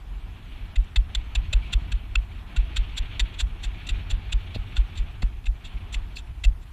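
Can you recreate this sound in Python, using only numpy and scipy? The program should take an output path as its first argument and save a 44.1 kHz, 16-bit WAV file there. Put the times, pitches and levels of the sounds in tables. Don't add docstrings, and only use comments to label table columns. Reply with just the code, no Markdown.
import sys
import numpy as np
from scipy import signal
from scipy.fft import rfft, irfft, next_fast_len
from scipy.io import wavfile
from scipy.ndimage import uniform_filter1d, map_coordinates

SR = 44100
rng = np.random.default_rng(int(sys.argv[2]) if len(sys.argv) > 2 else 0)


def volts(x):
    e = np.asarray(x, float) / 20
    return 10 ** e


def master(y):
    cut = np.clip(np.atleast_2d(y).T, -1, 1)
    pcm = np.round(cut * 32767)
    wavfile.write(sys.argv[1], SR, pcm.astype(np.int16))


N = 296616


def unit(x):
    return x / np.sqrt(np.mean(x ** 2) + 1e-20)


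def wobble(rate):
    points = rng.standard_normal(int(N * rate / SR) + 4)
    return map_coordinates(points, [np.arange(N) * rate / SR])


def filtered(x, response):
    m = next_fast_len(N + 8192)
    return irfft(rfft(x, m) * response(np.fft.rfftfreq(m, 1 / SR)), m)[:N]


def ringing(x, modes):
    def shape(f):
        total = 0
        for k, (centre, width, db) in enumerate(modes):
            damping = 1j * f * width
            total = total + (-1) ** k * volts(db) * damping / (centre ** 2 - f ** 2 + damping)
        return total
    return filtered(x, lambda f: shape(f) / np.sqrt(np.mean(np.abs(shape(f)) ** 2)))


def push(ms):
    return np.hanning(max(round(ms * SR / 1000), 3))


def rush(spectrum, patchy_db):
    z = signal.stft(rng.standard_normal(N), nperseg=512)[2]
    patches = uniform_filter1d(rng.standard_normal(z.shape), size=6, axis=0)
    patches = uniform_filter1d(patches, size=8, axis=1)
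    noise = signal.istft(z * volts(patchy_db * unit(patches)), nperseg=512)[1][:N]
    f, level = np.transpose(spectrum)

    def colour(hz):
        return volts(np.interp(np.log(hz + 1), np.log(f), level, left=-120, right=-120))
    return unit(filtered(noise, colour))


# (time [s], strength [dB], stiffness [pitch ratio], push length [ms])
JOLTS = [(0.7564, -8.2, 0.986, 15.2), (0.962, -9.0, 0.982, 3.0), (1.1457, -11.2, 1.104, 22.0),
         (1.3563, -13.3, 1.067, 3.0), (1.5337, -10.7, 0.984, 3.0), (1.7344, -10.8, 1.045, 8.3),
         (1.9228, -14.9, 1.017, 3.0), (2.1541, -14.2, 1.027, 3.0), (2.5666, -10.7, 0.995, 3.0),
         (2.7677, -13.0, 0.98, 9.1), (2.9755, -12.6, 1.089, 20.5), (3.1997, -13.5, 1.004, 7.8),
         (3.414, -15.9, 1.052, 5.9), (3.64, -15.9, 0.995, 19.2), (3.9005, -15.3, 0.993, 3.0),
         (4.113, -14.3, 0.993, 3.0), (4.3274, -13.2, 1.023, 7.6), (4.5829, -28.8, 1.097, 3.0),
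         (4.7728, -10.4, 1.029, 3.0), (4.9721, -11.6, 1.011, 20.9), (5.2231, -13.1, 1.004, 3.0),
         (5.4567, -9.5, 1.035, 19.4), (5.9412, -11.0, 1.15, 24.1), (6.4447, -5.9, 0.983, 12.4)]
# (pitch [Hz], share [amplitude], time to fall 60 dB [s])
HULL_MODES = [(21.9, -.787, .216), (49.6, -3.3, .145), (41.85, 4.63, .084)]


def thumps():
    out, t = np.zeros(N + SR), np.arange(SR // 4) / SR
    for s, db, stiff, ms in JOLTS:
        ring = np.zeros(len(t))
        for hz, share, t60 in HULL_MODES:
            ring += share * np.sin(2 * np.pi * hz * stiff * t) * volts(-60 * t * stiff / t60)
        force = push(ms)
        thump = signal.fftconvolve(ring, force / force.sum())[:len(t)]
        out[round(s * SR):][:len(t)] += volts(db) * thump
    return out[:N]


# (time of peak [s], level [dB], rise [ms], fall [ms], wall part [dB])
GRATES = [(0.7608, -38, 3.6, 7.6, 4), (0.9611, -28, 2.1, 8.7, -7), (1.1499, -27.5, 1.4, 8, -7.5),
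          (1.3525, -24.5, 1.8, 8.4, -0.5), (1.534, -25.5, 4.9, 6.1, -2), (1.7375, -27.5, 10.1, 4.4, -5),
          (1.9224, -34.5, 4.8, 7, -1.5), (2.1563, -23.5, 2.4, 2.9, 5), (2.564, -34, 2.4, 11.8, -2),
          (2.768, -28.5, 5.9, 11.1, -9), (2.985, -31, 12.8, 6.9, -13), (3.1958, -23, 0.83, 12, -9),
          (3.4076, -28, 13.6, 10.3, -6.5), (3.643, -36.5, 11.5, 15, -8), (3.893, -30.5, 3.6, 12.2, -1),
          (4.112, -33, 10, 8.5, -1), (4.3301, -31, 7.3, 4.6, 1.5), (4.774, -39.5, 12, 8.5, -8),
          (4.975, -40.5, 1.8, 16.6, -9), (5.2214, -39.5, 1.47, 11.4, 2), (5.946, -34.5, 4, 5.9, 8),
          (6.171, -42.5, 3.7, 4.2, 9.5), (6.4409, -32, 3.5, 2.3, 2)]
# (time of peak [s], level [dB], rise [ms], fall
# [ms], bright part [dB])
MORE_GRATES = [(0.845, -65, 3.7, 5.0, -1), (0.959, -38.5, 1.1, 12, -32), (3.345, -47, 6.8, 8.0, -15),
               (3.871, -42, 3.8, 10, -7), (4.548, -39.5, 4.5, 17, -23), (4.7683, -34, 1.6, 2.2, -36),
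               (4.9545, -49, 1.0, 28, -13), (5.4424, -56, 2.1, 2.8, -16), (5.458, -45, 2.2, 18, -8.5),
               (5.47, -43.5, 2.8, 2.1, -18), (5.656, -46, 11.8, 18, -12), (5.929, -44.5, 4.1, 22.5, -2),
               (6.1575, -53, 1.14, 25.6, -6), (6.185, -47, 5.2, 16, -8), (6.4484, -36.5, 3.5, 8.3, -4.5),
               (6.629, -62.5, 18, 14, -5.7)]


def contacts():
    touches = []
    for s, db, rise, fall, wall_db in GRATES:
        bright_db = -12.5 + 0.21 * rise - 0.07 * (db + 30)
        touches.append((s, db, rise, fall, bright_db, wall_db))
    for s, db, rise, fall, bright_db in MORE_GRATES:
        wall_db = 8 - 0.44 * (rise + fall)
        touches.append((s, db, rise, fall, bright_db, wall_db))
    return np.array(touches)


def muffled(x, hz):
    return signal.sosfilt(signal.butter(N=6, Wn=hz, fs=SR, output="sos"), x)


# (centre [Hz], width [Hz], level [dB])
CASE_DULL = [(980, 680, -6.5), (1430, 380, 1.5), (2110, 270, -3.5)]
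CASE_WALL = [(2665, 150, 0)]
CASE_MAIN = [(3480, 586, 14), (4040, 290, -3), (4250, 180, -1)]
CASE_BRIGHT = [(5330, 67, -49), (5850, 1000, -3), (7120, 280, -3), (7213, 436, 7)]
CASE_AIR = [(9200, 1200, 0.5), (10850, 400, -1), (12100, 1200, -7.5), (13500, 500, -12)]


def grating():
    t = np.arange(N) / SR
    swell = np.zeros((3, N))
    for s, db, rise, fall, bright_db, wall_db in contacts():
        near = slice(max(round(s * SR) - 4410, 0), round(s * SR) + 4410)
        width = np.where(t[near] < s, rise, fall) / 1000
        levels = volts([[db], [db + bright_db], [db + wall_db]])
        swell[:, near] += np.exp(-((t[near] - s) / width) ** 2) * levels

    sizes = volts(4.5 * rng.exponential(size=N).clip(0, 3))
    slips = (rng.random(N) < 0.15) * rng.standard_normal(N) * sizes
    slips = unit(slips) + 0.57 * rng.standard_normal(N)
    slips = slips / np.sqrt(np.abs(uniform_filter1d(slips ** 2, size=130)))
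    slips = slips * volts(1.46 * wobble(130))

    main = volts(0.8) * ringing(slips * swell[0], CASE_MAIN)
    dull = volts(-14) * ringing(slips * swell[0], CASE_DULL)
    bright = volts(2.5) * ringing(slips * swell[1], CASE_BRIGHT)
    air = volts(-13.5) * ringing(slips * swell[1], CASE_AIR)
    wall = volts(-12) * ringing(ringing(slips * swell[2], CASE_WALL), [(3040, 1100, 0)])
    case = muffled(main + wall + dull, hz=4810) + muffled(bright, hz=8240) + muffled(air, hz=13800)

    dip_hz, dip_width_hz, dip_depth = 5220, 1000, 0.37

    def port(f):
        damping = 1j * f * dip_width_hz
        return 1 - dip_depth * damping / (dip_hz ** 2 - f ** 2 + damping)
    return filtered(case, port)


# (time of contact [s], level [dB], pitch [Hz])
KNOCKS = [(0.761, -45.5, 2105), (0.961, -50, 980), (0.961, -41, 2116), (1.15, -46.1, 1890),
          (1.352, -47, 720), (1.352, -50, 1656), (1.534, -49, 1925), (1.534, -44.5, 593), (1.737, -55, 746),
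          (1.737, -44, 1464), (1.922, -49.5, 1626), (2.156, -33.5, 1430), (2.564, -46.5, 1456),
          (2.768, -47, 1527), (2.986, -44.5, 4170), (3.196, -50, 939), (3.196, -54, 1940),
          (4.548, -52.5, 640), (4.548, -47.5, 4183), (4.775, -47.5, 1458), (5.221, -47, 2040),
          (5.221, -46.5, 4409), (5.221, -48, 692), (5.458, -53.5, 2120), (5.946, -42, 2060),
          (6.158, -46, 4340), (6.441, -39.5, 1984), (6.448, -52.5, 690), (6.448, -44, 4400),
          (6.448, -46, 1990)]


def knocks():
    out, touches = np.zeros(N), contacts()
    for (s, db, hz), start in zip(KNOCKS, rng.random(len(KNOCKS))):
        nearest = np.abs(touches[:, 0] - s).argmin()
        peak, _, rise, fall = touches[nearest, :4]
        shape = push(1.35 * (rise + fall))
        drift = np.cumsum(rng.standard_normal(SR // 10))[:len(shape)] * 0.069 * hz / 1500
        tone = np.sin(2 * np.pi * (hz * np.arange(len(shape)) / SR + start) + drift)
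        middle = peak + (fall - rise) / 2 / 1000
        out[round(middle * SR) - len(shape) // 2:][:len(shape)] += volts(db + 8) * shape * tone
    return out


# (time [s], level [dB], length [ms], direction [+1 or -1])
TAPS = [(4.557, -18.5, 10.3, 1), (4.5615, -22.5, 1.6, -1), (4.568, -23, 5.6, 1), (4.594, -12.5, 16, 1),
        (5.2297, -23, 0.61, -1), (5.236, -18, 5.5, 1), (5.746, -24, 10.6, -1), (5.757, -14.5, 16, 1),
        (5.768, -16, 15.6, -1), (6.301, -20, 15.5, -1), (6.311, -24, 10, 1)]


def taps():
    out = np.zeros(N)
    for s, db, ms, sign in TAPS:
        force = push(ms)
        out[round(s * SR) - len(force) // 2:][:len(force)] += sign * volts(db) * force
    return filtered(out, lambda f: 1j * f / (60 + 1j * f))


# (time [s], level [dB])
FLOW = [(0.0, -62.5), (0.6, -55.5), (0.99, -59), (1.23, -53), (1.68, -51.5), (2.2, -56.5), (2.43, -56),
        (2.55, -51.5), (3.3, -48.5), (3.43, -56), (3.86, -50), (4.2, -52), (4.48, -51), (5.06, -53.5),
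        (5.5, -66.5), (5.68, -55.5), (5.94, -54.5), (6.35, -63.5)]
# (time [s], level [dB])
CHOP = [(0.0, -49), (0.52, -47), (0.97, -45.5), (1.31, -43), (1.54, -38), (2.28, -47), (2.45, -47.5),
        (2.6, -40), (3.65, -42.5), (3.93, -40.5), (5.17, -43.5), (5.24, -44), (6.61, -47.5), (6.73, -43.5)]
# (frequency [Hz], level [dB])
RUMBLE = [(10, -57), (20, -13.5), (36, -8.5), (49, -6), (61, -9.5), (72, -23), (90, -51)]
SLAP = [(55, -30), (72, -1.5), (92, -1.5), (108, -6), (135, -19.5), (200, -31)]
GURGLE = [(90, -39), (140, 1.5), (220, -2.5), (370, -9), (540, -18), (700, -11), (1000, -12.5),
          (1500, -16.5), (2000, -17), (2600, -52)]
WASH = [(1200, -6.5), (2050, -5), (2250, 3), (2500, 2.5), (2900, 1), (3400, -0.5), (4000, -8.5),
        (4450, -11.5), (4800, -27), (5500, -24.5), (7000, -31), (9000, -45)]


def water():
    t = np.arange(N) / SR
    flow_db = np.interp(t, *np.transpose(FLOW))
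    chop_db = np.interp(t, *np.transpose(CHOP))

    def follow(db, share):
        return db.mean() + share * (db - db.mean())

    rumble = unit(volts(0.4 * wobble(9)) * rush(RUMBLE, patchy_db=1.77))
    slap = unit(volts(1.7 * wobble(12)) * rush(SLAP, patchy_db=1.36))
    gurgle = unit(volts(0.75 * wobble(25)) * rush(GURGLE, patchy_db=1.0))
    surges = volts(0.8 * wobble(14) + 1.6 * wobble(70))
    wash = unit(surges * rush(WASH, patchy_db=1.1))

    rumble = rumble * volts(follow(chop_db, share=0.43) + 7.5)
    slap = slap * volts(follow(chop_db, share=0.84) + 2)
    gurgle = gurgle * volts(follow(flow_db, share=0.42) + 4.5)
    wash = wash * volts(flow_db + 1.34)
    return rumble + slap + gurgle + wash


# (frequency [Hz], level [dB])
HISS = [(1500, -30), (4000, 1.5), (7500, -4.5), (11000, -4.5), (13500, -6.5), (14200, -8), (15300, -13)]


def hiss():
    return volts(-69) * rush(HISS, patchy_db=2.5)


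def scene():
    return (thumps() + grating() + knocks() + taps() + water())[None]


def top_cut(x):
    return signal.sosfilt(signal.butter(12, 15400, fs=SR, output="sos"), x)


def record(dry):
    mix = filtered(dry[0] + hiss(), lambda hz: hz < 15350)[None]
    return top_cut(mix)


dry = scene()
out = record(dry)
master(out)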